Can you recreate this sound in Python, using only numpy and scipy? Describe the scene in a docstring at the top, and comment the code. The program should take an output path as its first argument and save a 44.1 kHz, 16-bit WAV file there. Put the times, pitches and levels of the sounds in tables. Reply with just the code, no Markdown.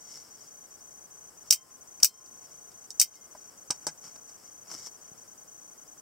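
"""Spring knife snapped close to a camera

In a room, close to the camera's two microphone ports, a knife is turned in the hand, snapped out, back and out,
laid on a ribbed rubber mat, and a second one is dragged up. Snaps and taps are noise bursts through steel and
handle spectra; the coil and the dull knocks are dying sines; strokes of the hand are grainy noise. The lens motor
whines in short tone bursts, one in most frames, over noise hiss; gain control ducks the sound after each snap."""
import sys
import numpy as np
from scipy import signal
from scipy.fft import rfft, irfft
from scipy.io import wavfile
from scipy.ndimage import uniform_filter1d

SR = 44100
rng = np.random.default_rng(int(sys.argv[2]) if len(sys.argv) > 2 else 0)


def digitize_waveform(pressure):
    """Quantize a signal to 16-bit integers and store it at the path in sys.argv[1].

    Rows of a 2-D input are taken as channels; values are limited to [-1, 1].
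    """
    field = np.atleast_2d(pressure).T
    bounded = np.clip(field, -1, 1)
    quanta = np.round(bounded * 32767).astype(np.int16)
    wavfile.write(sys.argv[1], SR, quanta)


N = 265173


def gain_of(db):
    """Decibels to an amplitude factor."""
    return 10 ** (np.asarray(db) / 20)


def evened(x):
    """Scales to rms 1."""
    return x / np.sqrt(np.mean(x ** 2) + 1e-20)


def smooth_noise(shape, width):
    """Slow random wander of rms 1: white noise averaged over width samples along the last axis."""
    return evened(uniform_filter1d(rng.standard_normal(shape), size=width, axis=-1))


def read(points, hz):
    """Reads a table of points on a log-frequency axis."""
    f, value = np.transpose(points)
    return np.interp(np.log(hz + 1), np.log(f + 1), value)


def add(mix, start_s, sound):
    """Mixes a stereo sound in at its start time."""
    part = mix[:, round(start_s * SR):][:, :sound.shape[1]]
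    part += sound[:, :part.shape[1]]


def causal(points, size=2048):
    """Minimum-phase response of a spectrum, scaled to energy 1."""
    hz = abs(np.fft.fftfreq(2 * size, 1 / SR))
    level_db = np.maximum(read(points, hz), -100)
    log_gain = np.log(gain_of(level_db))
    phase = -signal.hilbert(log_gain).imag
    taps = np.fft.ifft(np.exp(log_gain + 1j * phase)).real[:size]
    return taps / np.linalg.norm(taps)


def pair(same, size):
    """Two white noises, left and right, whose likeness follows frequency."""
    left, other = rfft(rng.standard_normal((2, size)))
    like = np.clip(read(same, np.fft.rfftfreq(size, 1 / SR)), -1, 1)
    right = like * left + np.sqrt(1 - like ** 2) * other
    return irfft(np.array([left, right]), size)


def coloured(x, points):
    """Filters by a spectrum and scales to rms 1."""
    return evened(signal.oaconvolve(x, causal(points)[None])[:, :x.shape[1]])


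# Spectrum of the hiss at the ports: pitch_hz, level_db (relative, per Hz)
HISS_SPECTRUM = [(12, -47), (30, -9), (60, -6), (310, -2), (710, -2.5), (1550, -7.5), (2630, -20),
                 (3110, -16), (4000, -24), (5300, -6.5), (6800, -7.5), (7900, -4), (9240, -11.5),
                 (15700, -13)]
# Likeness of the hiss in the two ports: pitch_hz, likeness (0-1)
HISS_LIKENESS = [(60, 0.37), (400, 0.19), (1300, 0), (4400, 0.18), (15000, 0)]
# Lean of the hiss to the left port: pitch_hz, left_over_right_db
HISS_LEAN = [(60, 0.5), (240, 3.5), (950, 3.5), (3770, 3.5), (15000, 2)]
HISS_DB, HISS_TOP_HZ = -56, 15850


def room_hiss():
    """Steady room and preamplifier noise, little alike in the two ports."""
    hz = np.fft.rfftfreq(N, 1 / SR)
    lean_db = np.array([[.5], [-.5]]) * read(HISS_LEAN, hz)
    shape = gain_of(read(HISS_SPECTRUM, hz) + lean_db) * (hz < HISS_TOP_HZ)
    noise = irfft(rfft(pair(HISS_LIKENESS, N)) * shape, N)
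    return gain_of(HISS_DB) * evened(noise)


# Frames in which the lens motor rests: frame (count from 0)
RESTING_FRAMES = [4, 7, 8, 11, 13, 20, 23, 32, 39, 40, 43, 49, 50, 53, 55, 60, 63, 74, 81, 86, 95, 98, 100,
                  105, 106, 109, 118, 131, 132, 139, 142, 149, 154, 157, 160, 163, 172, 175, 178]
FRAME_S, FIRST_S, LATE_S, BURST_S = 1001 / 30000, .0050, .0026, .0242
MOTOR_HZ, MOTOR_DB = 6170, -47.5


def lens_motor():
    """One burst of a steady tone in most frames, reaching the two ports out of phase."""
    out, t = np.zeros((2, N)), np.arange(0, BURST_S, 1 / SR)
    port_phase = np.array([[0], [2.55]])  # radians
    frames = np.arange(round(N / SR / FRAME_S))
    for frame in np.setdiff1d(frames, RESTING_FRAMES):
        turn = 2 * np.pi * (MOTOR_HZ * t + rng.random()) + port_phase
        burst = np.sin(turn) * signal.windows.tukey(len(t), .06)
        late = frame % 3 == 0  # in every third frame a burst starts late
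        add(out, FIRST_S + frame * FRAME_S + LATE_S * late, burst)
    return out * gain_of(MOTOR_DB + np.array([[1.9], [-1.9]]))


# Spectrum of the rubbing hiss up close: pitch_hz, level_db (relative, per Hz)
RUB_SPECTRUM = [(1290, -36.5), (2200, -9), (2370, -29), (2990, -15), (3970, -19.5), (5480, 6.5), (6580, -3),
                (8030, -4.5), (8870, -15.5), (14100, -18.5), (16000, -30)]
# Spectrum of the low scrape under it: pitch_hz, level_db (relative, per Hz)
SCRAPE_SPECTRUM = [(59, -53), (100, -0.5), (765, -5), (895, -3), (1300, -1), (1850, -11.5), (3000, -14.5),
                   (3900, -32), (6600, -120)]
# Likeness in the two ports of noise made close by: pitch_hz, likeness (0-1)
NEAR_LIKENESS = [(100, 0.73), (2400, 1), (4400, 0.84), (8000, 0.37), (15000, 0.23)]
# Strokes of skin and handle: peak_s, rise_s, fall_s, hiss_db, scrape_db (against the hiss)
HAND_STROKES = [(.148, 0.2, 0.13, -48, -23), (.45, 0.4, 0.097, -56.5, -25), (.8, 0.27, 0.052, -65, -19),
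                (.924, .02, 0.014, -60, -20), (1.48, 0.075, 0.065, -56.5, -21),
                (2.456, 0.13, 0.28, -61, -23), (3.17, 0.058, 0.039, -56, -23), (3.37, .07, .3, -61.5, -12),
                (3.76, 0.11, 0.018, -55.5, -15), (3.83, 0.059, 0.09, -63, -3),
                (4.054, 0.042, 0.084, -48, -12.5), (4.162, 0.0096, 0.013, -54, -8),
                (4.3, 0.039, 0.038, -59, -27), (4.46, 0.21, .12, -59, -14), (4.72, 0.056, 0.029, -42, -10),
                (4.747, 0.034, 0.029, -40, -13), (4.787, 0.029, 0.098, -45.5, -18.5),
                (4.87, 0.083, 0.032, -43.5, -20.5), (5.01, 0.12, 0.12, -63.5, -9),
                (5.174, .012, 0.2, -65, -25), (5.872, .025, 0.013, -67, -16)]
STROKE_EDGE_DB = -22.5  # level one rise before and one fall after the peak, against the peak
STROKE_ROUND = 1.17  # 1 = pointed peak, 2 = rounded
SHIFT_DB, SHIFT_SCRAPE_DB, SHIFT_FLICKER_DB = -71.5, -71, 2.5  # the grip shifts faintly throughout


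def rubbing():
    """Stick and slip: noise with a fast, grainy flicker of level under the strokes of the hand."""
    peak_s, rise_s, fall_s, hiss_db, scrape_db = np.transpose(HAND_STROKES)[:, :, None]
    late_s = np.arange(0, N, 32) / SR - peak_s  # levels move every 32 samples
    from_peak = np.where(late_s < 0, -late_s / rise_s, late_s / fall_s)
    stroke_db = hiss_db + STROKE_EDGE_DB * from_peak ** STROKE_ROUND
    flicker_db = SHIFT_FLICKER_DB * smooth_noise(late_s.shape[1], 40)
    hiss_steps = gain_of(stroke_db).sum(0) + gain_of(SHIFT_DB + flicker_db)
    scrape_steps = gain_of(stroke_db + scrape_db).sum(0) + gain_of(SHIFT_SCRAPE_DB + flicker_db)
    hiss_level, scrape_level = np.repeat([hiss_steps, scrape_steps], 32, axis=1)[:, :N]
    grain = gain_of(2.4 * smooth_noise(N, 110))
    hiss = coloured(pair(NEAR_LIKENESS, N) * grain, RUB_SPECTRUM)
    scrape = coloured(pair(NEAR_LIKENESS, N) * grain, SCRAPE_SPECTRUM)
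    return gain_of([[1.6], [-1.6]]) * (hiss_level * hiss + scrape_level * scrape)


# Snaps of the blade: strike_s, catch_before_strike_s, travel_s (strike to lock), chatter_after_strike_s,
# rebound_after_lock_s, catch_db, strike_db, chatter_db, lock_db, rebound_db,
# knock_db (handle), thud_db, lock_crack_db, lock_thud_db
BLADE_SNAPS = [(1.5078, .0031, .0165, .0032, .0065, -20, -13, -19, -13, -17, -18, -38, 5, -60),
               (2.0313, .0014, .0140, .0025, .0030, -15, -13, -21, -9.5, -19, -23, -28, 13, -42),
               (2.9986, .0022, .0158, .0060, .0076, -25, -13.5, -18.5, -11.5, -22, -19, -31, 12.5, -48)]
# Release, strike, chatter and rebound: hardness_db, knock_db and thud_db (added to the snap's own),
# crack_db, rattle_t60_s
SNAP_PARTS = [(0, -2, 2, 4, .05), (1, -10, 0, 13.5, .075), (0, -12, -10, 6, .11), (7, -3, -14, 4, .075)]
LOCK_HARD_DB, LOCK_T60_S = 9, 0.081


def snap_blows():
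    """Spells each snap out as five blows: release, strike, chatter, rebound and the lock of the blade."""
    rows = []
    for (strike_s, lead_s, travel_s, chatter_s, rebound_s, catch_db, strike_db, chatter_db, lock_db,
         rebound_db, knock_db, thud_db, lock_crack_db, lock_thud_db) in BLADE_SNAPS:
        lock_s = strike_s + travel_s
        times_s = [strike_s - lead_s, strike_s, strike_s + chatter_s, lock_s + rebound_s]
        levels_db = [catch_db, strike_db, chatter_db, rebound_db]
        for start_s, level_db, part in zip(times_s, levels_db, SNAP_PARTS):
            hard_db, part_knock_db, part_thud_db, crack_db, t60_s = part
            rows.append((start_s, level_db, hard_db, knock_db + part_knock_db,
                         thud_db + part_thud_db, crack_db, t60_s))
        rows.append((lock_s, lock_db, LOCK_HARD_DB, knock_db, lock_thud_db, lock_crack_db, LOCK_T60_S))
    return rows


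# Spectrum of the steel up close: pitch_hz, level_db (relative, per Hz)
STEEL_SPECTRUM = [(1760, -43.5), (3000, -24.5), (3460, -26), (3770, -10.5), (4110, -23), (4480, -6),
                  (4920, -4), (5750, 3), (6830, -7.5), (8060, -1.5), (11300, -20), (14500, -11.5),
                  (15600, -14), (16100, -51), (16600, -19)]
# Spectrum of the handle's knock: pitch_hz, level_db (relative, per Hz)
KNOCK_SPECTRUM = [(700, -30), (1200, -12.5), (1800, -12), (2400, 3), (2800, 0), (3200, 2.5), (3500, -18),
                  (4500, -57)]
# Spectrum of the low thud: pitch_hz, level_db (relative, per Hz)
THUD_SPECTRUM = [(35, -5), (60, -6), (315, -4.5), (502, 1), (839, 7), (1100, -7), (1630, 6.5), (1810, -23),
                 (2040, 3), (2200, -10), (2860, -115), (4840, -120)]
# How much of a blow's hardness tilts the steel: pitch_hz, share (0-1)
HARDNESS_SHARE = [(8000, 0), (12000, 1)]
# Small ticks of the slider and contacts with the mat: start_s, level_db (steel), hardness_db,
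# knock_db and thud_db (against the steel), crack_db (against the rattle), rattle_t60_s
SMALL_TAPS = [(2.0009, -41.5, -2, -16, -19, 5, 0.06), (2.0276, -25.5, -7, -14, -32, -4, .06),
              (2.26, -48.5, -15, -35, -20, 6, 0.057), (2.7167, -52, -12, -25, -24, 4, 0.069),
              (2.84, -56, -10, -24, -10, -1, 0.082), (2.9049, -37, -10, -38, -28, 4, 0.053),
              (3.137, -54, -9, -8, -25, 4, 0.048), (3.1553, -48, 5, -37, -32, 5, .055),
              (3.349, -57, -7, -22, -2, -8, 0.11), (3.7054, -26, -8.5, -16.5, -28, 6.5, 0.065),
              (3.709, -29.5, -21, -39, -14, 19, 0.071), (3.8675, -23.5, -5.5, -28, -12.5, -22, 0.049),
              (3.8741, -34, -31, -34, -10, 5, 0.074), (3.8844, -38, -12, -17, -7, -12, 0.067),
              (4.1578, -46, -24, -31, -9, -4, 0.041), (4.29, -48.5, -12, -31, -21, -6, 0.056)]
BLOW_PAN_DB = 0.5  # left over right


def blows():
    """Each blow is a crack and a dying rattle of tiny contacts, heard through steel, handle and mat."""
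    knock, thud = causal(KNOCK_SPECTRUM), causal(THUD_SPECTRUM)
    hz, steel_db = np.transpose(STEEL_SPECTRUM)
    out, t = np.zeros((2, N)), np.arange(6000) / SR
    for start_s, level_db, hard_db, knock_db, thud_db, crack_db, t60_s in snap_blows() + SMALL_TAPS:
        tilted_db = steel_db + hard_db * read(HARDNESS_SHARE, hz)  # a hard blow is brighter
        steel = causal(np.transpose([hz, tilted_db]))
        body = steel + gain_of(knock_db) * knock + gain_of(thud_db) * thud
        contacts = gain_of(2.9 * smooth_noise(len(t), 24))
        crack = gain_of(crack_db - 60 * t / .004)  # falls 60 dB in 4 ms
        rattle = contacts * gain_of(-60 * t / max(t60_s, .005))
        onset = 1 - np.exp(-t / 0.00017)
        drive = pair(NEAR_LIKENESS, len(t)) * (crack + rattle) * onset
        add(out, start_s, gain_of(level_db) * signal.fftconvolve(drive, body[None]))
    return out * gain_of(np.array([[.5], [-.5]]) * BLOW_PAN_DB)


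# Multiples of the coil's pitch, lowest first: blade_in_db, blade_out_db, t60_s (before ring_share)
COIL_PARTIALS = [(-12, -12, 1.45), (-13, -5, .26), (-3, 8, .22), (6, -14, .12), (0, -1, .38),
                 (-4, -12, .15), (12, 20, .11), (2, 10, .13)]
# Plucks of the coil: start_s, level_db, blade_out (0 or 1), favoured_hz (by the contact),
# fall_off_db (per octave away from it), ring_share (times the partial's t60)
COIL_PLUCKS = [(1.525, -47, 1, 3000, 0, .93), (2.047, -51, 0, 3000, 0, 1.7), (3.015, -39, 1, 2400, 14, .55),
               (3.15, -58, 1, 2000, 36, 2.6)]
SPRING_HZ = 1050


def spring():
    """Dying partials of the plucked coil on whole multiples; each wavers as the coil touches its channel."""
    out, t = np.zeros((2, N)), np.arange(SR) / SR
    in_db, out_db, t60_s = np.transpose(COIL_PARTIALS)[:, :, None]
    hz = SPRING_HZ * np.arange(1, len(COIL_PARTIALS) + 1)[:, None]
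    for start_s, pluck_db, blade_out, near_hz, fall_db, share in COIL_PLUCKS:
        waver_db = 2.5 * smooth_noise((len(COIL_PARTIALS), SR), 900)
        partial_db = out_db if blade_out else in_db
        level_db = pluck_db + partial_db - fall_db * abs(np.log2(hz / near_hz))
        level = gain_of(level_db - 60 * t / (share * t60_s) + waver_db)
        tones = np.sin(2 * np.pi * (hz * t + rng.random(hz.shape)))
        onset = 1 - np.exp(-t / 0.0034)
        add(out, start_s, (level * tones).sum(0) * onset * gain_of([[1.0], [-1.0]]))
    return out


# Modes of the handle in the hand or on the mat: pitch_hz, level_db (relative), t60_s (before ring_share)
HANDLE_MODES = [(161, -2.5, 0.12), (310, 1.5, 0.044), (610, -1, 0.039), (848, -2.5, 0.053), (990, -5, .05),
                (1230, -2.5, 0.019), (1620, -2, 0.028)]
# Dull knocks: start_s, level_db, favoured_hz (by the contact), fall_off_db (per octave away from it),
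# ring_share (times the mode's t60)
DULL_KNOCKS = [(2.0298, -26, 130, 20, .2), (2.0434, -48, 130, 20, .22), (3, -57, 150, 20, .2),
               (3.349, -40.5, 990, 34, 1), (3.351, -44, 590, 22, 1.5), (3.704, -29.5, 1230, 28, 1.2),
               (3.703, -32, 310, 16, 0.32), (3.711, -34.5, 990, 20, 1.2), (3.868, -33, 820, 3.5, 1.2),
               (4.158, -49.5, 855, 4, 1.1), (4.747, -41, 272, 25, 1), (5.117, -35.5, 140, 20, 0.21)]


def thumps():
    """The handle's damped modes with a soft start, nearly alike in both ports; the deepest part is thinned."""
    out, t = np.zeros((2, N)), np.arange(8000) / SR
    hz, mode_db, t60_s = np.transpose(HANDLE_MODES)[:, :, None]
    for start_s, knock_db, near_hz, fall_db, share in DULL_KNOCKS:
        level_db = knock_db + mode_db - fall_db * abs(np.log2(hz / near_hz))
        level = gain_of(level_db - 60 * t / (share * t60_s))
        direction = rng.choice([-1, 1], hz.shape)  # each mode starts inward or outward
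        swing = (level * np.sin(2 * np.pi * hz * t) * direction).sum(0)
        onset = 1 - np.exp(-t / 0.00012)
        add(out, start_s, swing * onset * gain_of([[.8], [-.8]]))
    low_cut_hz = 86.0
    return signal.lfilter(*signal.butter(1, low_cut_hz, "high", fs=SR), out)


def scene():
    """Room, motor, hands and knives together at the two ports."""
    return room_hiss() + lens_motor() + rubbing() + blows() + spring() + thumps()


THRESHOLD_DB, DUCK_SHARE, RECOVERY_DB_S = -22.5, 0.51, 28.2  # share: dB of ducking per dB over
EDGE_HZ = 16650


def record(dry):
    """Gain control ducks at a snap and recovers steadily; the peaks round off; then the band limit."""
    power = uniform_filter1d((dry ** 2).mean(0), size=300)
    power_db = 10 * np.log10(abs(power) + 1e-12)
    fall_db = np.arange(N) * RECOVERY_DB_S / SR
    wanted_db = DUCK_SHARE * (power_db - THRESHOLD_DB)
    # a running peak that sinks at the recovery rate
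    duck_db = np.maximum(np.maximum.accumulate(wanted_db + fall_db) - fall_db, 0)
    ducked = dry / gain_of(signal.lfilter([.002], [1, -.998], duck_db))  # the gain lags by about 11 ms
    rounded = ducked / (1 + abs(ducked / 1.05) ** 6) ** (1 / 6)
    band_limit = signal.firwin(511, EDGE_HZ, window=("kaiser", 9), fs=SR)
    return signal.oaconvolve(rounded, band_limit[None], "same")


dry = scene()
out = record(dry)
digitize_waveform(out)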